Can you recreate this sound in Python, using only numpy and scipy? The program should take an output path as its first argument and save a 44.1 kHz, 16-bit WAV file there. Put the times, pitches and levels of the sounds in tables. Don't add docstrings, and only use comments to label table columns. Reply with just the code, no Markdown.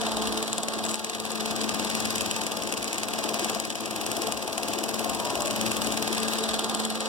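import sys
import numpy as np
from scipy import signal
from scipy.fft import rfft, irfft
from scipy.io import wavfile
from scipy.ndimage import map_coordinates

SR = 44100
rng = np.random.default_rng(int(sys.argv[2]) if len(sys.argv) > 2 else 0)


def to_wav(sig):
    pcm = np.clip(np.atleast_2d(sig), -1, 1) * 32767
    pcm = np.round(pcm).astype(np.int16)
    wavfile.write(sys.argv[1], SR, pcm.T)


N = 312228
TIME = np.arange(N) / SR
BINS_HZ = np.maximum(np.arange(N // 2 + 1) * SR / N, 1)


def from_db(db):
    return 10 ** (np.asarray(db) / 20)


def unit_rms(x):
    return x / np.sqrt(np.mean(x ** 2) + 1e-20)


def curves(rows, at=TIME):
    knots, *columns = np.transpose(rows)
    return [np.interp(at, knots, column) for column in columns]


def response(colour):
    hz, db = np.transpose(colour)
    return from_db(np.interp(np.log(BINS_HZ), np.log(hz), db))


def equalised(x, colour):
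    return irfft(rfft(x) * response(colour), N)


def coloured(x, colour):
    return irfft(rfft(x) * unit_rms(response(colour)), N)


def resonance(x, hz, q):
    return signal.lfilter(*signal.iirpeak(hz, q, fs=SR), x)


def noise():
    return rng.standard_normal((2, N))


def drift(rate_hz):
    return unit_rms(irfft(rfft(rng.standard_normal(N)) / (1 + (BINS_HZ / rate_hz) ** 2), N))


def impulses(times, sizes):
    inside = (times >= 0) & (times < (N - 1) / SR)
    return np.bincount((times[inside] * SR).astype(int), sizes[inside], N)


def decay(power, ring_s):
    return signal.lfilter([1], [1, -np.exp(-2 / (ring_s * SR))], power + 1e-18)


def mode(strikes, hz, t60_s):
    radius = np.exp(-np.log(1000) / (t60_s * SR))
    angle = 2 * np.pi * hz / SR
    return signal.lfilter([0, np.sin(angle)], [1, -2 * radius * np.cos(angle), radius ** 2], strikes + 1e-18)


# freq_hz, left_minus_right_db, left_lead_rad, coherence
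PORTS = [(60, 1.1, -2.5, .8), (150, 1.2, -2.6, .55), (300, 2.2, -1, .55), (650, 3.2, 0, .83),
         (1150, 0, 0, .93), (1450, 0, .4, .3), (1700, 0, 2.8, .7), (2000, 0, 3.1, .99),
         (2250, 0, 3.17, .996), (2500, 0, 2.4, .45), (2800, 0, .2, .7), (3400, -1, -.2, .84),
         (3800, -.8, -1.6, .5), (4300, -.8, -3.1, .84), (4800, .4, -4, .3), (5100, 1.1, -6.4, .5),
         (5700, 2.1, -6, .6), (6500, 4.5, -3.2, .68), (8700, 12.3, 3, .47), (11000, 13.6, 9, .1),
         (15000, 12.6, 20, .05)]
def ports(pair):
    balance_db, lead_rad, coherence = curves(PORTS, BINS_HZ)
    shared, own = rfft(pair)
    blend = coherence * shared + np.sqrt(1 - coherence ** 2) * own
    right = blend * from_db(-balance_db) * np.exp(-1j * lead_rad)
    return np.array([pair[0], irfft(right, N)])


# freq_hz, centre_place, reach_place, gain_db
ROOM_PEAKS = [(302, 0.28, 0.086, 4.5), (310, 0.92, 0.041, 1), (690, 0.88, 0.22, 1), (814, 0.88, 0.41, 2),
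              (866, 0.56, 0.061, 1.5), (1600, 0.43, 0.093, -0.5)]
def room_peaks(x, place, q=11.5):
    return x + sum((from_db(db * np.exp(-((place - centre) / reach) ** 2)) - 1) * resonance(x, hz, q)
                   for hz, centre, reach, db in ROOM_PEAKS)


def table_echo(x, place, near_s=0.000865, far_s=0.0024, echo_db=-23):
    delay_s = near_s + (far_s - near_s) * place
    echo = np.array([map_coordinates(side, [(TIME - delay_s) * SR], order=3) for side in x])
    return (x + from_db(echo_db) * echo) / np.sqrt(1 + from_db(echo_db) ** 2)


# start_s, level_db
BUMPS = [(.13, -46), (0.191, -49), (.26, -45), (2.78, -51), (4.325, -51), (5.08, -52), (5.349, -49),
         (5.84, -49), (6.481, -48)]
def handling(pitch_hz=62, t60_s=0.38, gain_db=3):
    start_s, db = np.transpose(BUMPS)
    thumps = mode(impulses(start_s, from_db(db + gain_db)), pitch_hz, t60_s)
    return signal.sosfilt(signal.butter(2, [48, 90], "band", fs=SR, output="sos"), thumps)


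# time_s, pitch_hz, level_db
SQUEALS = [
    [(5.1, 950, -44), (5.2, 958, -39), (5.29, 964, -34), (5.36, 972, -43), (5.42, 984, -37),
     (5.5, 1005, -52)],
    [(5.2, 596, -35), (5.31, 602, -42), (5.45, 604, -33.5), (5.56, 600, -37.5), (5.75, 599, -48),
     (5.95, 586, -42)],
]
def squeals(waver_hz=7, gain_db=-3):
    out = np.zeros(N)
    for glide in SQUEALS:
        hz, db = curves(glide)
        sounding = (TIME > glide[0][0]) & (TIME < glide[-1][0])
        phase = 2 * np.pi * np.cumsum(hz + waver_hz * drift(22)) / SR
        out += sounding * np.sqrt(2) * from_db(db + gain_db) * np.sin(phase)
    return out


# freq_hz, density_db
DRONE_COLOUR = [(25, -34), (42, -40), (58, -2.5), (80, -3), (110, 1), (150, -4.5), (195, 6.5), (240, 1),
                (400, -33)]
def motor(rumble_db=4, hum_hz=119.2, hum_db=-9, sway_db=2.5, right_db=-7):
    hum = np.sqrt(2) * from_db(hum_db + sway_db * drift(5.1)) * np.sin(2 * np.pi * hum_hz * TIME)
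    rumble = from_db(rumble_db) * ports(coloured(noise(), DRONE_COLOUR))
    return rumble + np.array([hum, from_db(right_db) * hum])


# time_s, left_db, right_db
FAN_LEVEL = [(0, -36, -34), (.25, -35, -34), (.6, -41.5, -38.5), (.87, -37.5, -40), (1.1, -42, -46),
             (1.4, -34, -43), (1.85, -34, -40), (2.35, -36, -44), (2.75, -42.5, -48), (3.5, -37, -60),
             (3.75, -43, -57), (4.15, -38.5, -60), (4.5, -44.5, -56), (4.95, -36, -52), (5.3, -42.5, -53),
             (5.6, -34.5, -43), (6, -33.5, -43), (6.5, -34, -39.5), (6.8, -37.5, -37), (7.08, -38, -36)]
def fan(octave_db, blade_hz=220, waver_hz=0.62, lead_rad=1.59, sway_db=1.2, throb_db=3.5, fourth_db=-10):
    phase = 2 * np.pi * np.cumsum(blade_hz + waver_hz * drift(7.7)) / SR
    blade = from_db(np.array(curves(FAN_LEVEL)) + sway_db * drift(3.9)) * np.sin([phase, phase + lead_rad])
    overtones = np.sin(2 * phase) + from_db(fourth_db) * np.sin(4 * phase)
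    throb = from_db(octave_db + throb_db * drift(16))
    return np.sqrt(2) * (blade + throb * overtones)


# freq_hz, density_db
WHIRR_COLOUR = [(40, -53), (140, -16.5), (200, 0), (245, -3.5), (320, 0), (480, -1), (700, -2.5), (920, -5),
                (1070, -3), (1350, -11), (1650, -18.5), (2200, -29.5)]
def whirr(pulls, gain_db=-1, load_db=-0.5, load_s=0.033):
    load = decay(impulses(pulls, np.ones(len(pulls))), load_s)
    return from_db(gain_db + load_db * unit_rms(load - load.mean())) * coloured(noise(), WHIRR_COLOUR)


# centre_s, half_width_s, freq_hz, level_db
BRUSHES = [(0.906, 0.036, 7600, -37), (0.633, 0.18, 8000, -48), (3.885, 0.11, 3160, -50),
           (4, 0.085, 3200, -46), (5.9, 0.39, 12700, -55), (6.327, .04, 12500, -41)]
def brushes(q=4):
    out = np.zeros((2, N))
    for centre_s, half_width_s, hz, db in BRUSHES:
        swell = np.exp(-((TIME - centre_s) / half_width_s) ** 2)
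        out += from_db(db) * swell * unit_rms(resonance(noise(), hz, q))
    return out


# freq_hz, density_db
RUSTLE_COLOUR = [(1000, -9), (1400, -4), (1650, 5), (2150, 0), (2800, 0.5), (4000, 4), (5200, 0.5),
                 (6400, -2.5), (8200, -0.5), (10000, -7.5), (12000, -16), (15000, -26)]
# time_s, level_db
TREBLE_LEVEL = [(0.0, -37.5), (0.39, -38), (0.61, -42), (0.93, -39), (0.97, -42.5), (1.24, -42),
                (1.46, -37.5), (2.13, -36), (2.58, -39.5), (3.04, -39.5), (3.43, -36), (3.59, -38),
                (3.615, -40), (3.8, -41.5), (4.14, -38.5), (4.31, -39), (4.34, -41.5), (4.55, -39.5),
                (4.73, -38), (5.3, -39), (5.7, -36.5), (6.43, -35.5), (6.8, -38), (6.9, -40), (7.08, -38.5)]
USUAL_TREBLE_DB = -38
def film(treble_db, gain_db=0.6, flutter_db=2.5, crackles_per_s=55, crackle_s=0.00036, spread_db=1):
    sizes = from_db(spread_db * np.minimum(rng.exponential(1, N), 4))
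    onsets = rng.random(N) < crackles_per_s / SR
    crackles = decay(onsets * sizes ** 2, crackle_s)
    envelope = from_db(treble_db + gain_db + flutter_db * drift(71)) * np.sqrt(1 + crackles)
    return coloured(envelope * noise(), [(300, -45)] + list(RUSTLE_COLOUR))


# delay_s, freq_hz, level_db, ring_s
KNOCKS = [(-.003, 1080, -16, 0.0046), (.004, 316.5, -10, 0.015), (0.026, 340, -10.5, .008)]
def knocks(pulls, q=3, uneven_db=3.6):
    out = np.zeros((2, N))
    for delay_s, hz, db, ring_s in KNOCKS:
        sizes = from_db(uneven_db * rng.standard_normal(len(pulls)))
        bursts = np.sqrt(decay(impulses(pulls + delay_s, sizes ** 2), ring_s)) * noise()
        out += from_db(db) * unit_rms(resonance(resonance(bursts, hz, q), hz, q))
    return out


# delay_s, level_db, ring_s
THUDS = [(.003, -1.5, 0.0034), (.0098, 2, 0.012)]
# time_s, level_re_whirr_db
THUD_LEVEL = [(0, -6), (.7, -5), (1.4, -11), (2, -18), (2.9, -12.5), (3.4, -2), (3.75, -7), (4.15, -6),
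              (4.7, -4), (5.3, -7.5), (6.1, -18), (6.7, -9), (7.08, -2)]
def thuds(pulls, hollow_hz=685, q=8, uneven_db=1):
    power = np.zeros(N)
    for delay_s, db, ring_s in THUDS:
        sizes = from_db(db + uneven_db * rng.standard_normal(len(pulls)))
        power += decay(impulses(pulls + delay_s, sizes ** 2), ring_s)
    hollow = resonance(np.sqrt(power) * noise(), hollow_hz, q)
    return from_db(curves(THUD_LEVEL)[0]) * unit_rms(equalised(hollow, [(1100, 11), (2000, -33)]))


# pitch_hz, level_db, t60_s
HOUSING_MODES = [(276, -17.5, 0.71), (289, -18.5, 0.78), (305.4, -34.5, 0.28), (329.3, -13, 0.4),
                 (351.5, -22.5, 1), (386, -22.5, 0.52), (522.4, -14.5, 0.2), (562, -14, 0.44),
                 (635, -21, 0.43), (656, -12.5, 0.61), (699, -14.5, 0.33), (736, -25.5, 1),
                 (756, -20, 0.27), (806, -21.5, 0.48), (840, -24.5, 0.7), (866, -15.5, 0.9),
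                 (885.4, -18, 0.44), (954, -22, .3), (1034, -26.5, 0.31), (1068, -17, 0.6),
                 (1106, -18.5, 0.92), (1208, -18, 0.39), (1218, -21.5, 0.76), (1382, -23, 0.16),
                 (1658, -22, 0.15)]
def housing(pulls, gain_db=-1, uneven_db=4, delay_s=0.002065, jitter_s=0.00008, sway_db=1.8):
    out = np.zeros((2, N))
    for hz, db, t60_s in HOUSING_MODES:
        late, *forces = rng.standard_normal((len(pulls), 3)).T
        sway = unit_rms(signal.lfilter([1], [1, -0.8], rng.standard_normal(len(pulls))))
        start_s = pulls + delay_s + jitter_s * late
        blows = [impulses(start_s, from_db(uneven_db * force + sway_db * sway)) for force in forces]
        out += from_db(db + gain_db) * unit_rms(mode(np.array(blows), hz, t60_s))
    return out


# pitch_hz, level_db, t60_s
METAL_MODES = [(3260, -45.5, 0.054), (3610, -43.5, 0.033), (4170, -49, 0.035), (5160, -47, 0.018),
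               (8660, -40, .03)]
def metal(pulls, uneven_db=3):
    out = np.zeros((2, N))
    for hz, db, t60_s in METAL_MODES:
        forces = rng.standard_normal((2, len(pulls)))
        strikes = [impulses(pulls, from_db(uneven_db * force)) for force in forces]
        out += from_db(db) * unit_rms(mode(np.array(strikes), hz, t60_s))
    return out


# start_s, level_db
SNAPS = [(.3755, -25), (0.4269, -15), (0.5301, -14), (0.5813, -14.5), (0.6325, -18), (0.6846, -12.5),
         (0.9427, -13.5), (1.0458, -13.5), (1.0974, -18), (1.2003, -18), (1.4582, -17), (1.6925, -11),
         (1.951, -14), (2.0535, -23), (2.105, -24), (2.1565, -16), (2.2092, -11), (2.3122, -14),
         (2.3637, -21), (2.4668, -16), (2.7241, -13.5), (2.93, -14), (2.9819, -17), (3.0335, -15),
         (3.4453, -14), (3.4974, -14.5), (3.6003, -11), (3.6519, -20), (3.7034, -20), (3.7549, -19),
         (4.0644, -16), (4.1162, -16), (4.2192, -19), (4.3222, -11), (4.5795, -13.5), (4.734, -18),
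         (4.837, -23), (4.992, -21), (5.095, -17), (5.198, -24), (5.5098, -15), (5.6128, -14),
         (5.7176, -14), (5.7672, -17.5), (6.5425, -26), (6.5935, -19), (6.6448, -19.5), (6.7479, -16.5),
         (6.851, -16.5), (7.0058, -21.5)]
TICKS = [(0.8512, -21.5), (0.8633, -24), (0.9009, -33), (0.9089, -25), (0.9141, -22), (0.9553, -24),
         (1.3175, -23), (1.9197, -36), (2.1817, -20), (2.2186, -22), (2.4365, -22), (2.6352, -24),
         (2.7395, -20.5), (2.8433, -20), (2.9441, -23), (2.996, -28), (5.4205, -18.5), (5.4256, -31),
         (5.472, -20), (5.4786, -23), (5.8454, -21), (6.1487, -22), (6.2019, -24)]
# freq_hz, density_db
SNAP_COLOUR = [(300, -9), (900, -26), (2100, 5.5), (3000, 2.5), (4200, -0.5), (6000, 3.5), (7700, 10),
               (10000, 6.5), (12000, -9.5), (15000, -15)]
def snaps(near, snap_db=-3.5, snap_s=0.0012, tick_db=-1, tick_s=0.0024, ping_hz=7700, ping_db=4.5):
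    power = np.zeros(N)
    for events, gain_db, ring_s in ((SNAPS, snap_db, snap_s), (TICKS, tick_db, tick_s)):
        start_s, db = np.transpose(events)
        power += decay(impulses(start_s, from_db(db + gain_db) ** 2), ring_s)
    cracks = coloured(np.sqrt(power) * rng.choice([-1, 1], (2, N)), SNAP_COLOUR)
    return cracks + near * from_db(ping_db) * resonance(cracks, ping_hz, q=9)


# time_s, late_s
LATENESS = [(0, -0.00077), (.6, -.0003), (1.5, 0.000085), (2.3, 0.00057), (2.7, 0.0012), (3.3, -0.00034),
            (3.7, -0.00069), (5.2, 0), (5.6, -0.00061), (6.3, -0.00047), (7.08, -0.00053)]
def claw_times(first_s=0.0149, frame_s=0.05153, slowing_s_per_frame=7e-7, cut_at_s=1.64, cut_s=0.0236):
    frame = np.arange(int(N / SR / frame_s) + 1)
    beat_s = first_s + frame * (frame_s + slowing_s_per_frame * frame / 2)
    early_s = cut_s * (beat_s > cut_at_s)
    return beat_s - early_s + curves(LATENESS, beat_s)[0]


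def gate_ring(pulls, repeat_share=0.2):
    starts = np.concatenate([[0], (pulls * SR).astype(int)])
    since_pull = np.arange(N) - starts[np.searchsorted(starts, np.arange(N), "right") - 1]
    same, new = rng.choice([-1, 1], (2, 2, N))
    return np.sqrt(repeat_share) * same[:, since_pull] + np.sqrt(1 - repeat_share) * new


# delay_s, level_db, ring_s, jitter_s, glint_db
CONTACTS = [(-.0051, -5, 0.0012, .0003, -22), (-.0042, -6, 0.001, .0003, -22),
            (0, 3.5, 0.0007, 0.00009, -10), (.0008, 1.5, 0.0014, 0.00017, -10),
            (.0018, -1, 0.0018, .0003, -8), (.0033, -4.5, 0.003, 0.00045, -6.5),
            (0.0145, -13, .0025, .001, -6), (.0202, -12.5, 0.002, .001, -9),
            (0.0219, -10.5, 0.0035, 0.00045, -8), (0.0257, -19, 0.0012, 0.0007, -6)]
# freq_hz, density_db
CLICK_COLOUR = [(800, 0.5), (1600, -14), (2200, -6), (3000, 0.5), (4000, 1), (5300, 0.5), (6400, -4.5),
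                (8000, 0.5), (10000, -1.5), (12000, -12.5), (15000, -16)]
def clatter(pulls, near, base_db=-23.5, treble_follow=0.87, uneven_db=-0.05, room_db=-15, room_s=0.014,
            flicker_db=1.5, shade_db=-6):
    strength_db = base_db + treble_follow * (curves(TREBLE_LEVEL, pulls)[0] - USUAL_TREBLE_DB)
    power, glint_power = np.zeros((2, N))
    for delay_s, db, ring_s, jitter_s, glint_db in CONTACTS:
        late, force = rng.standard_normal((len(pulls), 2)).T
        sizes = from_db(strength_db + db + uneven_db * force)
        contact = decay(impulses(pulls + delay_s + jitter_s * late, sizes ** 2), ring_s)
        power += contact
        glint_power += contact * from_db(glint_db) ** 2
    bursts = coloured(np.sqrt(power) * gate_ring(pulls), CLICK_COLOUR)
    glint = np.sqrt(glint_power) * from_db(shade_db * near + flicker_db * drift(21)) * noise()
    bursts += coloured(glint, [(6000, -8), (10200, 10), (12000, 6.5), (15000, -7)])
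    wash = from_db(room_db) * np.sqrt(decay(power, room_s) / (0.0015 * SR)) * noise()
    low_cut = signal.butter(2, 500, "high", fs=SR, output="sos")
    return signal.sosfilt(low_cut, bursts + coloured(wash, RUSTLE_COLOUR))


# time_s, place (0 at the projector, 1 near the picture on the wall)
WALK = [(0, 0.099), (.7, 0.048), (1.4, 0.18), (2.2, 0.45), (3.5, 0.94), (4.8, 0.71), (5.3, 0.68),
        (5.9, 0.3), (6.6, 0.028), (7.08, 0.088)]
# place, fan_octave_re_whirr_db, motor_re_whirr_db, lows_left_minus_right_db
STANDING_WAVES = [(0, -12.5, -20, -6.5), (.15, -10, -15.5, 4), (.4, -16, -10.5, 4.5), (.7, -15.5, -16, 3.5),
                  (1, -17, -15, 1.5)]
# time_s, level_db
WHIRR_LEVEL = [(0.0, -32), (0.41, -32), (0.45, -34.5), (.7, -35), (0.93, -32.5), (0.96, -37.5), (1.1, -38),
               (1.58, -33), (2.2, -33), (2.5, -34.5), (3.1, -34), (3.35, -32), (3.59, -33), (3.615, -37),
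               (3.8, -36.5), (4.1, -32.5), (4.31, -32.5), (4.335, -36), (4.7, -33), (5.15, -32.5),
               (5.66, -31.5), (6.82, -32.5), (6.87, -37), (7.08, -33)]
# time_s, gain_db
TOP_LEVEL = [(0, -2.5), (.35, 3.5), (.7, 0.5), (1.2, 3), (1.6, -1.5), (2, 1.5), (2.6, 0.5), (3.1, 0.5),
             (3.55, 0.5), (3.8, 0), (4.1, 3), (4.55, 1), (5, 3), (5.3, 1), (5.7, 3.5), (6.15, 1), (6.55, 1),
             (6.9, 3.5), (7.08, -6)]
# freq_hz, gain_db
NEAR_COLOUR = [(150, 2.5), (330, -3.5), (520, -2.5), (720, 1), (1100, -0.5), (1550, 3), (2300, -1),
               (3600, 2), (5500, -1.5), (8000, 0.5), (12000, -2), (15000, -2)]
FAR_COLOUR = [(300, -2), (750, -1), (1200, -2), (2600, 3.5), (3500, -2), (4400, -2.5), (5500, 1), (7500, 1),
              (10500, -1), (14000, 1.5)]
def scene(body_db=-0.5, tones_db=0.23, metal_db=-3, near_reach=0.17, top_hz=11000):
    whirr_db = curves(WHIRR_LEVEL)[0]
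    treble_db = curves(TREBLE_LEVEL)[0]
    place = curves(WALK)[0]
    near = np.exp(-place / near_reach)
    octave_db, motor_db, pan_db = curves(STANDING_WAVES, place)
    pulls = claw_times()

    case = whirr(pulls) + housing(pulls) + thuds(pulls) + knocks(pulls)
    body = from_db(whirr_db + body_db) * ports(room_peaks(case, place))
    lows = equalised(body, [(750, 0), (1100, -20), (1500, -19)])
    body += (from_db([pan_db / 2, -pan_db / 2]) - 1) * lows

    ringing = near * from_db(metal_db + treble_db - USUAL_TREBLE_DB) * metal(pulls)
    transport = clatter(pulls, near) + brushes() + film(treble_db)
    gate = ports(table_echo(transport, place) + ringing + snaps(near))
    top = equalised(gate, [(top_hz / 2, -30), (top_hz, 0)])
    gate += (from_db(curves(TOP_LEVEL)[0]) - 1) * top

    machine = (1 - near) * equalised(body + gate, FAR_COLOUR) + near * equalised(body + gate, NEAR_COLOUR)
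    tones = fan(whirr_db + tones_db + octave_db) + from_db(whirr_db + tones_db + motor_db) * motor()
    return machine + tones + squeals() + handling()


def record(dry, cutoff_hz=15900):
    return signal.sosfilt(signal.ellip(10, 0.1, 80, cutoff_hz, fs=SR, output="sos"), dry)


dry = scene()
out = record(dry)
to_wav(out)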